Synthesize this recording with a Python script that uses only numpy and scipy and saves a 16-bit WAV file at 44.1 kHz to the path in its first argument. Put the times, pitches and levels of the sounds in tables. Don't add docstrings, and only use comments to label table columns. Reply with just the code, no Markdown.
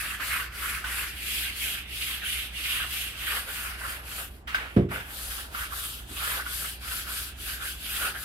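import sys
import numpy as np
from scipy import signal
from scipy.fft import rfft, irfft, next_fast_len
from scipy.io import wavfile
from scipy.ndimage import uniform_filter1d, map_coordinates

SR = 44100
rng = np.random.default_rng(int(sys.argv[2]) if len(sys.argv) > 2 else 0)


def level_to_linear(level):
    exponent = np.asarray(level, float) / 20
    return 10 ** exponent


def dump_mix(stems):
    frames = np.atleast_2d(stems).T
    limited = np.clip(frames, -1, 1)
    pcm = np.round(limited * 32767).astype(np.int16)
    wavfile.write(sys.argv[1], SR, pcm)


N = 363384


def unit(x):
    return x / np.sqrt(np.mean(x ** 2) + 1e-20)


def along(points, hz):
    f, v = np.transpose(points)
    return np.interp(np.log(hz + 1), np.log(f + 1), v)


def curves(rows):
    s, *cols = np.transpose(rows)
    return [np.interp(np.arange(N) / SR, s, c) for c in cols]


def wobble(rate):
    return map_coordinates(rng.standard_normal(3000), [np.arange(N) * min(rate, 300) / SR])


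def filtered(x, response):
    n = x.shape[-1]
    m = next_fast_len(n + SR // 4, True)
    return irfft(rfft(x, m) * response(np.fft.rfftfreq(m, 1 / SR)), m)[..., :n]


def resonant(x, modes):
    def body(f):
        total = 0
        for k, (centre, width, db) in enumerate(modes):
            damping = 1j * f * width
            total = total + (-1) ** k * level_to_linear(db) * damping / (centre * centre - f * f + damping)
        return total
    return unit(filtered(x, lambda f: body(f) ** 2))


def shifted(x, by_hz):
    whole = signal.hilbert(x, next_fast_len(N))[:, :N]
    return np.real(whole * np.exp(2j * np.pi * np.cumsum(by_hz) / SR))


def slips(rate, spread_db, patchy_db, size=6):
    chance = rng.random((2, N)) - .5
    strength = level_to_linear(spread_db * rng.standard_normal((2, N))) * np.sign(chance)
    happens = abs(chance) < rate / SR / 2
    z = signal.stft(happens * strength, nperseg=512)[2]
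    field = uniform_filter1d(rng.standard_normal(z.shape[1:]), size, 0)
    field = uniform_filter1d(field, size, 1)
    return signal.istft(z * level_to_linear(patchy_db * unit(field)), nperseg=512)[1][:, :N]


# turnaround in seconds, tip hiss left at the turn in dB,
# fastest hiss in dB, where in the stroke it is fastest (0-1). The last row only closes the last stroke.
STROKES = [(-0.15, -35, -37.5, 0.73), (0.187, -47, -35.0, 0.36), (0.505, -53, -35.5, 0.55),
           (0.827, -46, -36, 0.5), (1.143, -46, -34, 0.66), (1.533, -42.5, -34.5, 0.38),
           (1.859, -53, -35.5, 0.62), (2.22, -45.5, -35, 0.29), (2.513, -52, -35, 0.56),
           (2.869, -41.5, -35, 0.42), (3.147, -46.5, -35, 0.68), (3.45, -45, -37.5, 0.44),
           (3.766, -48.5, -41, 0.52), (4.024, -52, -38, 0.52), (4.31, -57.5, -57, 0.08),
           (4.45, -75, -55, 0.4), (4.74, -61, -62, 0.01), (4.885, -75, -44.5, 0.35),
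           (5.045, -52, -37, 0.59), (5.501, -53, -39, 0.62), (5.693, -48, -36, 0.32),
           (6.057, -53.5, -34.0, 0.68), (6.441, -42.5, -33.5, 0.47), (6.792, -52.5, -35.0, 0.55),
           (7.057, -43, -34.5, 0.32), (7.349, -54.5, -37, 0.62), (7.597, -45.5, -37, 0.41),
           (7.774, -47, -33.0, 0.72), (8.144, -46, -38, 0.43), (8.36, -50, -36, 0.5)]
LAW = 1.62
DWELL_S = .012


def swell(top_db, place, arch):
    turn_s, left_db, fast_db, _ = np.transpose(STROKES)
    share, point = arch

    def lower(v):
        return np.minimum(np.r_[v[0], v], np.r_[v, v[-1]])

    dip_db = lower(fast_db[:-1]) - left_db
    rest = level_to_linear((lower(top_db) - share * dip_db) / LAW)
    t = np.arange(N) / SR
    k = np.clip(np.searchsorted(turn_s, t) - 1, 0, len(top_db) - 1)
    length = np.diff(turn_s)[k]
    u, peak = (t - turn_s[k]) / length, np.clip(place, .05, .95)[k]
    rising = u < peak
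    start = np.where(rising, rest[k], rest[k + 1])
    phase = np.where(rising, u / peak, (1 - u) / (1 - peak))
    dwell = DWELL_S / (length * np.where(rising, peak, 1 - peak) + DWELL_S)
    phase = np.clip((phase - dwell) / (1 - dwell), 0, 1)
    climb = np.abs(np.sin(np.pi / 2 * phase)) ** point
    return (start + (level_to_linear(top_db / LAW)[k] - start) * climb) ** LAW


# frequency in Hz, level in dB per Hz.
HISS = [(2060, -18), (3500, -3), (4070, -2.5), (4880, -2.5), (5490, -8.5), (6460, -8), (10300, -1),
        (12100, -1.5), (14500, -6), (15600, -16.5)]
TIP_ARCH, FIZZ_ARCH = (0.96, 0.84), (1.32, 0.99)
FIZZ_HZ = 7000


def bristle_tips(judder):
    fast_db, fastest = np.transpose(STROKES)[2:, :-1]
    tips = unit(filtered(slips(30000, 2.66, patchy_db=1.55, size=16), lambda hz: level_to_linear(along(HISS, hz))))
    fizz = filtered(tips, lambda hz: 1 / (1 + (FIZZ_HZ / (hz + 1)) ** 8))
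    hiss = (tips - fizz) * swell(fast_db, fastest, TIP_ARCH)
    hiss = hiss + fizz * swell(fast_db, fastest, FIZZ_ARCH)
    return hiss * level_to_linear(0.49 * judder + 0.48 * wobble(11))


# frequency in Hz, width in Hz, level in dB.
TUFTS = [(2275, 1465, 1), (3340, 1690, 2)]
# time in seconds, tuft pitch in Hz.
BEND = [(0, 2350), (.8, 2300), (1.37, 2730), (3.1, 2780), (3.83, 2450), (4.2, 2740), (4.5, 2370),
        (5.03, 2350), (5.2, 3110), (5.6, 2750), (5.8, 3150), (6.35, 2750), (7.7, 2900), (8.24, 2650)]
REST_HZ = [2800, 1450]
TUFT_ARCH = (0.76, 0.99)
TUFT_FOLLOWS_HEAD = 0.1
CATCH_TUFT_DB = -15


def bristle_tufts(judder, tuft_db, bite, catch):
    fastest = np.transpose(STROKES)[3, :-1]
    tufts = resonant(slips(20000, 2.5, patchy_db=2.0), TUFTS)
    tufts = shifted(tufts, curves(BEND)[0] - REST_HZ[0])
    place = fastest + TUFT_FOLLOWS_HEAD * (bite - fastest)
    level = swell(tuft_db, place, TUFT_ARCH) + level_to_linear(CATCH_TUFT_DB) * catch
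    return tufts * level_to_linear(1.15 * judder + 0.27 * wobble(6)) * level


# frequency in Hz, width in Hz, level in dB.
HEAD_CLEAR = [(1450, 430, 0)]
# frequency in Hz, width in Hz, level in dB.
HEAD_BROAD = [(1097, 610, 0.5), (1680, 1100, 1.5)]
# time in seconds, share (0-1).
SPREAD = [(0, 0.87), (1.1, 0.84), (1.4, 0.67), (3.2, 1), (3.5, 0.9), (4.9, 0.4), (5.2, 1), (7.85, 0.32),
          (8.05, 0.47), (8.24, 0.4)]
# time in seconds, head pitch in Hz.
HEAD_PITCH = [(0, 1544), (.3, 1577), (.85, 1455), (1.3, 1700), (2.1, 1593), (2.7, 1680), (3.3, 1600),
              (3.5, 1408), (4.2, 1522), (4.6, 1476), (4.9, 1312), (5.05, 1600), (5.55, 1361), (6.2, 1380),
              (6.8, 1546), (7, 1453), (7.6, 1600), (8.06, 1428)]
HEAD_ARCH = (0.76, 1.43)
BROAD_SLIDES = .3


def brush_head(low, judder, head_db, bite, catch):
    broad = np.clip(curves(SPREAD)[0], 0, 1)
    slide_hz = curves(HEAD_PITCH)[0] + 70 * wobble(25) - REST_HZ[1]
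    clear = shifted(resonant(low, HEAD_CLEAR), slide_hz)
    wide = shifted(resonant(low[:, ::-1], HEAD_BROAD), BROAD_SLIDES * slide_hz)
    head = (np.sqrt(1 - broad) * clear + np.sqrt(broad) * wide) * swell(head_db, bite, HEAD_ARCH)
    head = head + clear * catch
    return head * level_to_linear(0.65 * judder + 1.5 * wobble(110) + 0.35 * wobble(27))


# frequency in Hz, width in Hz, level in dB.
PLANKS = [(446, 450, -4.5), (724, 397, 3), (940, 450, 0)]
PLANK_ARCH = (0.19, 3.9)
CATCH_PLANK_DB = -18


def planks(low, plank_db, bite, catch):
    level = swell(plank_db, bite, PLANK_ARCH) + level_to_linear(CATCH_PLANK_DB) * catch
    return resonant(low, PLANKS) * level_to_linear(wobble(18)) * level


# tuft ring in dB, head ring in dB, where the head bites (0-1),
# plank rumble in dB.
LEAN = [(-36.5, -38.5, 0.88, -56.5), (-35, -33.5, 0.6, -53), (-36.5, -37, 0.57, -56.5),
        (-35.5, -36.5, 0.57, -52), (-32, -45, 1, -62), (-33.5, -43, 0.64, -56), (-33.5, -46, 0.93, -63),
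        (-32, -45.5, 0.44, -59.5), (-31, -37.0, 0.96, -52), (-34.5, -43.5, 0, -57),
        (-33.5, -32.5, 0.73, -46), (-39.5, -41.5, 0.77, -54.0), (-41.5, -35.5, 0.36, -48),
        (-43, -41.5, 0.62, -51.5), (-61, -62, 0, -59.5), (-42, -43, 0.6, -45.5), (-55, -66, 0.15, -56),
        (-37.5, -35.5, 0.25, -39), (-45, -44, 0.7, -52.5), (-42.5, -35.5, 0.6, -54),
        (-43, -43.5, 0.09, -54.5), (-36.5, -34, 0.91, -46), (-41, -42.5, 0, -54), (-39.5, -39, 0.34, -57),
        (-41.0, -40, 0.01, -55), (-40, -44.5, 0.84, -61.5), (-41.0, -49, 0.1, -65), (-36, -37, 0.8, -43.5),
        (-46.5, -44, 0.1, -53.5)]
# time in seconds, level in dB, half length in seconds.
CATCHES = [(.225, -33, .02), (0.313, -48, 0.025), (0.778, -40, 0.016), (1.449, -43, .04), (1.657, -47, .02),
           (2.24, -38.5, .02), (3.488, -35, 0.024), (3.655, -41, 0.018), (3.906, -54, 0.017),
           (5.314, -40, 0.011), (5.736, -42, .02), (6.222, -38.5, .03), (6.648, -38, 0.04),
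           (6.919, -41, 0.022), (7.185, -62, 0.015), (7.492, -45.5, 0.037), (7.644, -36.5, 0.037),
           (8.05, -32, 0.032), (8.165, -37, 0.018)]


def brush():
    tuft_db, head_db, bite, plank_db = np.transpose(LEAN)
    t = np.arange(N) / SR
    judder = wobble(70)
    catch = sum(level_to_linear(db) * np.exp(-((t - s) / half) ** 2) for s, db, half in CATCHES)
    low = slips(9000, 3.15, patchy_db=2.64)
    return (bristle_tips(judder) + bristle_tufts(judder, tuft_db, bite, catch)
            + brush_head(low, judder, head_db, bite, catch) + planks(low, plank_db, bite, catch))


# time in seconds, peak in dB, splash in dB, dull thud in dB, pitch ratio.
TAPS = [(.198, -29, -6.5, -12.5, 0.82), (.841, -23.5, -10, -21, 0.98), (2.099, -29, -25, -22, 0.72),
        (4.418, -54, -29, -18, 0.22), (4.472, -36.5, 2.5, -30, 0.97), (4.545, -8.5, -28.5, -26.5, 1.01),
        (4.887, -50, 4, -20, 0.96), (5.005, -27, -21, -25, 1), (5.547, -19, -23, -27, 0.9),
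        (6.089, -51, 3, 17, 0.89), (6.464, -21, -31, -32, 0.95), (8.013, -33, -14, -12, 0.39)]
# frequency in Hz, level in dB.
KNOCK = [(720, -8), (1430, -3), (1540, 21), (2000, -9), (2370, -4), (2940, -19), (3600, -3), (5000, -4)]
TAP_T60 = 0.034


def taps():
    out, t = np.zeros((2, N + SR)), np.arange(SR // 3) / SR
    noise = rng.standard_normal((2, 2 * SR))
    wet = resonant(noise, [(1370, 1310, 0.0), (3300, 2950, -1.0), (9100, 21000, -11.5)])
    dull = resonant(noise, [(246, 250, 0), (382, 390, 0)])
    for s, db, splash_db, thud_db, tune in TAPS:
        at = round(s * SR)
        piece = slice(at % SR, at % SR + len(t))
        ring = sum(level_to_linear(level + rng.normal(0, 2.5)) * np.sin(2 * np.pi * tune * hz * t)
                   for hz, level in KNOCK)
        ring = ring * level_to_linear(-19.5 - 60 * t / TAP_T60) * (1 - np.exp(-t / 0.0014))
        splash = (level_to_linear(splash_db - 60 * t / 0.62) + level_to_linear(-18.0 - 60 * t / 0.077)) * wet[:, piece]
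        splash = splash * (1 - np.exp(-t / .003))
        thud = level_to_linear(thud_db - 60 * t / 0.14) * (1 - np.exp(-t / 0.028)) * dull[:, piece]
        out[:, at:at + len(t)] += level_to_linear(db) * (ring * [[1], [.3]] + splash + thud)
    return out[:, :N]


# time in seconds, peak in dB.
THUMP = [
    (4.763, -10),
]
# frequency in Hz, level in dB, t60 in seconds.
JOISTS = [(65.6, -5, 0.37), (91.1, -6, 0.53), (130.2, -3.5, 0.46), (149, -2, 0.25), (187, 3, 0.32),
          (231, -7.5, 0.42), (290, -10, 0.44), (351, 0, 0.3), (402, -2.5, 0.34), (470, -7.5, 0.26),
          (545, -7, 0.16), (578, -13.5, 0.29), (690, -10.5, 0.18)]
SPREAD_S, EARLIEST_S = 0.1173, 0.0038
PUSH_FROM_HZ, PUSH_TO_HZ, PUSH_GLIDE_S, PUSH_PEAK_S = 480, 90, .006, .007
BLOOM_S = .01


def thump():
    out, t = np.zeros((2, N)), np.arange(SR) / SR
    noise = rng.standard_normal((2, 2, SR))
    ring = 0
    for k, (hz, db, t60) in enumerate(JOISTS):
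        since = np.maximum(t - max(SPREAD_S / np.sqrt(hz) - EARLIEST_S, 0), 0)
        ring = ring + (-1) ** k * level_to_linear(db - 60 * t / t60) * np.sin(2 * np.pi * hz * since)
    glide_hz = PUSH_TO_HZ + (PUSH_FROM_HZ - PUSH_TO_HZ) * np.exp(-t / PUSH_GLIDE_S)
    pulse = (t / PUSH_PEAK_S * np.exp(1 - t / PUSH_PEAK_S)) ** 2
    push = level_to_linear(8.5) * pulse * np.sin(2 * np.pi * np.cumsum(glide_hz) / SR)
    boom = resonant(noise[0], [(103, 57, -1), (200, 125, 0.94), (370.4, 310, -2.65)])
    boom = boom * level_to_linear(-5) * level_to_linear(-60 * t / .34)
    crack = resonant(noise[1], [(900, 2900, 12.4), (3120, 4300, 4.5)])
    crack = crack * (level_to_linear(-15.5 - 60 * t / 0.25) + level_to_linear(-22 - 60 * t / 0.051)) * (1 - np.exp(-t / .0022))
    bloom = 1 - np.exp(-t / BLOOM_S)
    blow = (bloom * ring + push) * [[1], [-.15]] + bloom * boom + crack
    for s, db in THUMP:
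        out[:, round(s * SR):][:, :SR] += level_to_linear(db - 7) * blow
    return out


# frequency in Hz, relative level in dB, unsteadiness in dB.
HUM = [(60.35, -51, 1.5), (120.6, -65, 3)]
# frequency in Hz, level in dB per Hz.
AIR = [(13, -41), (22, -59), (43, 1), (67, -2.5), (82, -3), (107, -15), (163, -13.5), (395, -18.5),
       (499, -25.5), (771, -22.5), (900, -31), (1170, -27), (1980, -120)]
AIR_DB, FAINT_DB = -48.5, -65


def hum():
    t = np.arange(N) / SR
    lines = 0
    for hz, db, shaky_db in HUM:
        level = level_to_linear(db + 7.5 + shaky_db * wobble(3.2))
        lines = lines + level * np.sin(2 * np.pi * hz * t + 0.37 * wobble(1.8))
    rumble = unit(filtered(rng.standard_normal((2, N)), lambda hz: level_to_linear(along(AIR, hz))))
    faint = resonant(rng.standard_normal((2, N)), [(1500, 1300, -9), (9300, 3500, -26)])
    return lines * [[1], [0]] + level_to_linear(AIR_DB) * rumble + level_to_linear(FAINT_DB) * faint


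# frequency in Hz, t60 in seconds.
ROOM = [(100, 0.4), (500, 0.38), (2000, 0.28), (10000, 0.031)]


def room(x):
    hz, t, z = signal.stft(rng.standard_normal((2, SR // 2)), SR, nperseg=256)
    tail = signal.istft(z * level_to_linear(-60 * t / along(ROOM, hz)[:, None]), SR, nperseg=256)[1]
    late = np.pad(x[0], (300, 0))[None]
    return signal.fftconvolve(late, tail / np.linalg.norm(tail[0]), axes=1)[:, :N]


# frequency in Hz, left-right likeness (0-1).
ALIKE = [(60, 0.98), (250, 0.91), (600, 0.57), (1300, 0.49), (2200, 0.19), (3500, 0.12), (7400, 0.061),
         (7800, 0.72), (9600, 0.98), (11000, 1), (12500, 0.85), (15000, 0.56)]
# frequency in Hz, left minus right in dB.
PORTS = [(60, -1.5), (99, -1.5), (160, 1), (270, -2), (450, -2.0), (740, -1.5), (1220, -3), (2010, 0),
         (3330, -6), (5500, 5.5), (9080, 2), (15000, 9.5)]
# time in seconds, left port lag in microseconds.
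BEARING = [(0, -6), (1, 9), (1.3, 96), (3, 81), (4.5, 195), (6, 194), (7.7, 122), (8.24, 49)]
JOINT_HZ = 7600


def ports(pair):
    def turn(hz):
        return np.arccos(np.clip(along(ALIKE, hz), 0, 1)) / 2
    mid, side = filtered(pair, lambda hz: np.array([np.cos(turn(hz)), np.sin(turn(hz))]))
    both = np.array([mid + side, mid - side])
    both = filtered(both, lambda hz: level_to_linear(along(PORTS, hz) * [[.5], [-.5]]))
    low = filtered(both[0], lambda hz: hz < JOINT_HZ)
    late = map_coordinates(low, [np.arange(N) - curves(BEARING)[0] * SR / 914000.0])
    return np.array([both[0] - low + late, both[1]])


BOUNCE_HZ, BOUNCE_WIDTH_HZ, BOUNCE_DEPTH = 868, 300, 0.29
WALLS_DB = -14


def scene():
    def bounce(hz):
        return 1 - BOUNCE_DEPTH * np.exp(-((hz - BOUNCE_HZ) / BOUNCE_WIDTH_HZ) ** 2)
    hits = taps()
    scrub = filtered(brush(), bounce)
    walls = room(level_to_linear(WALLS_DB) * scrub + level_to_linear(-15) * hits)
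    return ports(scrub + hits + walls + thump() + hum())


def low_pass(x):
    return signal.sosfilt(signal.butter(12, 16420, fs=SR, output="sos"), x)


TOP_HZ = 15770


def record(dry):
    mix = filtered(dry, lambda hz: hz < TOP_HZ)
    return low_pass(mix)


dry = scene()
out = record(dry)
dump_mix(out)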